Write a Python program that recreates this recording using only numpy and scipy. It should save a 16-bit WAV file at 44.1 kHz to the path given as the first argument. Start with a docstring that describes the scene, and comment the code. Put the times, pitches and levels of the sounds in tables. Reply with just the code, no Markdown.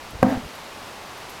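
"""A soft steady hiss, with the low rumble of handled rubber and faint ticks of small parts.
Then one mallet blow lands inside a big tyre lying on a garage floor. Heavily damped modes of the
rubber give a dull thud that just overloads the microphone; the enclosed air and the rim add a short
hollow ring. The garage answers with reflections, and a few more rumbles and ticks follow."""
import sys
import numpy as np
from scipy import signal
from scipy.fft import rfft, irfft
from scipy.io import wavfile
from scipy.ndimage import uniform_filter1d

SR = 44100
rng = np.random.default_rng(int(sys.argv[2]) if len(sys.argv) > 2 else 0)


def wav_record(signal):
    """Record a signal, one row per channel, as 16-bit PCM in the file named by sys.argv[1]."""
    frames = np.transpose(np.atleast_2d(signal))
    bounded = np.clip(frames, -1, 1)
    # unit amplitude maps onto the largest positive 16-bit level
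    quanta = np.round(bounded * 32767).astype(np.int16)
    wavfile.write(sys.argv[1], SR, quanta)


N = 61739
BLOW_S = 0.2278


def undb(db):
    """Amplitude ratio of a level: tenfold for every 20 dB."""
    return 10 ** (np.asarray(db) / 20)


def since(start_s):
    """Seconds elapsed since an onset, zero before it."""
    return np.maximum(np.arange(N) / SR - start_s, 0)


def fade(age, t60_s):
    """Exponential decay of a damped system: 60 dB lost in t60_s."""
    return np.exp(-np.log(1000) * age / t60_s)


def swell(centre_s, sigma_s):
    """Gaussian envelope: a bell-shaped rise and fall."""
    return np.exp(-.5 * ((np.arange(N) / SR - centre_s) / sigma_s) ** 2)


def noise(spectrum):
    """Spectral shaping: white noise filtered to (frequency_hz, density_db) points, at rms 1."""
    hz, db = np.array(spectrum, float).T
    bins_hz = np.maximum(np.arange(N // 2 + 1) * SR / N, 1)
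    gain = undb(np.interp(np.log(bins_hz), np.log(hz), db))
    shaped = irfft(rfft(rng.standard_normal(N)) * gain, N)
    return shaped / shaped.std()


def drift(samples):
    """Moving averages smooth noise into a slow fluctuation of standard deviation 1."""
    smooth = uniform_filter1d(uniform_filter1d(rng.standard_normal(N), samples), samples)
    return (smooth - smooth.mean()) / smooth.std()


def hiss():
    """Broadband noise floor: nearly stationary, a little quieter at first."""
    # frequency_hz, density_db
    spectrum = [(20, -11.5), (60, -7.5), (120, -5), (160, -7.5), (230, -3.5), (350, -5), (500, -3),
                (900, -1.5), (1150, -3), (1500, -7), (2500, -9), (4700, -14), (8000, -21.5), (13300, -26.5),
                (17000, -38.5)]
    early_db = np.interp(since(0), [0, 0.49], [-1.5, 0])
    return noise(spectrum) * undb(-38.5 + early_db + 0.33 * drift(samples=3000))


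def rubber_rumble():
    """Handled rubber radiates low-frequency noise, amplitude-modulated in soft swells."""
    # centre_s, sigma_s, level_db
    swells = [(0.052, 0.041, -50.5), (0.147, 0.02, -37.5), (0.2, 0.009, -43.5), (0.259, 0.037, -33),
              (0.37, 0.011, -30), (0.448, 0.028, -38), (1.279, 0.0092, -44.5), (1.383, 0.017, -50.5)]
    # frequency_hz, density_db
    spectrum = [(20, -2.5), (45, -0.5), (80, 0), (140, -3.5), (250, -17), (500, -15), (2000, -68)]
    return noise(spectrum) * sum(undb(db) * swell(centre_s, sigma_s) for centre_s, sigma_s, db in swells)


def ticks():
    """Brief contacts of small parts give bright transients, each with a faint reverberant tail."""
    # start_s, level_db, t60_s
    contacts = [(0.107, -45.5, 0.015), (0.297, -49, 0.036), (0.448, -51, 0.015), (0.553, -44, 0.012),
                (1.178, -50, 0.012), (1.296, -40.5, 0.0076), (1.3028, -45.5, 0.019)]
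    # frequency_hz, density_db
    spectrum = [(1000, -28), (6000, -4), (10000, -5.5), (11500, 4), (14500, -8), (17000, -19)]
    sound = np.zeros(N)
    for start_s, level_db, t60_s in contacts:
        age = since(start_s)
        envelope = fade(age, t60_s) + undb(-9.5) * fade(age, t60_s=0.14)
        sound += noise(spectrum) * undb(level_db) * (age > 0) * envelope
    return sound


def driven_modes(modes, start_s, contact_s):
    """Damped modes convolved with a force pulse: the longer the contact, the duller the sound."""
    age = since(start_s)
    response = sum(undb(db) * np.cos(2 * np.pi * hz * age) * fade(age, t60_s) for hz, db, t60_s in modes)
    pulse_time_s = np.arange(-100, 101) / SR
    force = np.exp(-.5 * (pulse_time_s / (contact_s / 6)) ** 2)
    return np.convolve(response * (age > 0), force / force.sum(), "same")


def mallet_blow():
    """Impact excitation: the contact cracks, the damped rubber thuds, and the air and rim resonate."""
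    # force pulses as the head touches and the part seats: delay_s, contact_s, level_db
    pushes = [(0.0001, 0.00099, -2), (0.0017, 0.00094, 0), (0.0038, 0.00097, -1.5)]
    # heavily damped modes of the rubber: pitch_hz, level_db, t60_s
    rubber_modes = [(125, -18.5, 0.075), (199, -5.5, 0.047), (302, -26, 0.0092), (502, -8, 0.015),
                    (676, -17, 0.041), (1115, -14, 0.021), (1240, -34, 0.0047), (1564, -7, 0.028),
                    (2200, -3.5, 0.023)]
    # resonances of the enclosed air and the rim: pitch_hz, level_db, t60_s
    ring_modes = [(85.6, -48, 0.7), (202.4, -15.5, 0.3), (255.9, -15, 0.4), (303, -23, 0.35),
                  (519, -18, 0.21), (634, -29, 0.25), (696.6, -27.5, 0.3), (745, -18.5, 0.27),
                  (769.6, -25.5, 0.5), (941, -24.5, 0.18), (1552, -42, 0.48)]
    # contact noise: frequency_hz, density_db
    crack_spectrum = [(150, -13), (500, -8.5), (1150, 6.5), (2400, 6.5), (3300, -5.5), (4500, -7.5),
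                      (9000, -11.5), (13000, -10.5), (17000, -24)]
    thud = sum(undb(level_db) * driven_modes(rubber_modes, BLOW_S + delay_s, contact_s)
               for delay_s, contact_s, level_db in pushes)
    delay_s, contact_s, _ = pushes[1]  # the strongest push drives the ring
    ring = driven_modes(ring_modes, BLOW_S + delay_s, contact_s)
    vibration = undb(0.5) * thud + undb(1) * ring
    crack_envelope = swell(BLOW_S + 0.0025, sigma_s=0.0015) * (since(BLOW_S) > 0)
    crack = undb(-21) * noise(crack_spectrum) * crack_envelope
    cutoff_hz = 85  # slower motion of the rubber hardly moves the air
    radiation = signal.butter(2, cutoff_hz, "high", fs=SR, output="sos")
    return signal.sosfilt(radiation, vibration) + crack


def garage_reverberation():
    """Dense reflections merge into noise: near walls answer first, far shelves later and brighter."""
    # frequency_hz, density_db
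    near_spectrum = [(40, -26), (110, -7.5), (170, -5.5), (240, 9), (370, -13.5), (520, -6), (750, -6.5),
                     (1200, -14.5), (2200, -25), (4000, -43.5), (14000, -49.5)]
    # frequency_hz, density_db
    far_spectrum = [(150, -29), (450, -5), (700, 8.5), (1100, -13), (1600, -3.5), (2300, -12.5),
                    (3500, -17.5), (14000, -37.5)]
    build_s, hold_s, sag_db_per_s, far_delay_s = 0.0028, 0.1, 16, 0.09
    age = since(BLOW_S)
    plateau = (1 - np.exp(-age / build_s)) * undb(-22 - sag_db_per_s * age)
    near = noise(near_spectrum) * plateau * fade(since(BLOW_S + hold_s), t60_s=0.35)
    far = noise(far_spectrum) * undb(-31.5) * swell(BLOW_S + far_delay_s, sigma_s=0.037) * (age > 0)
    return near + far


def scene():
    """Superposition: the pressures of all sources add at one microphone."""
    return (hiss() + rubber_rumble() + ticks() + mallet_blow() + garage_reverberation())[None, :]


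def record(dry):
    """Saturation and band limiting: the microphone clips the blow's peak and cuts the highest treble."""
    cutoff_hz = 17000
    lowpass = signal.ellip(8, .2, 80, cutoff_hz, fs=SR, output="sos")
    return signal.sosfilt(lowpass, np.clip(dry, -1, 1))


dry = scene()
out = record(dry)
wav_record(out)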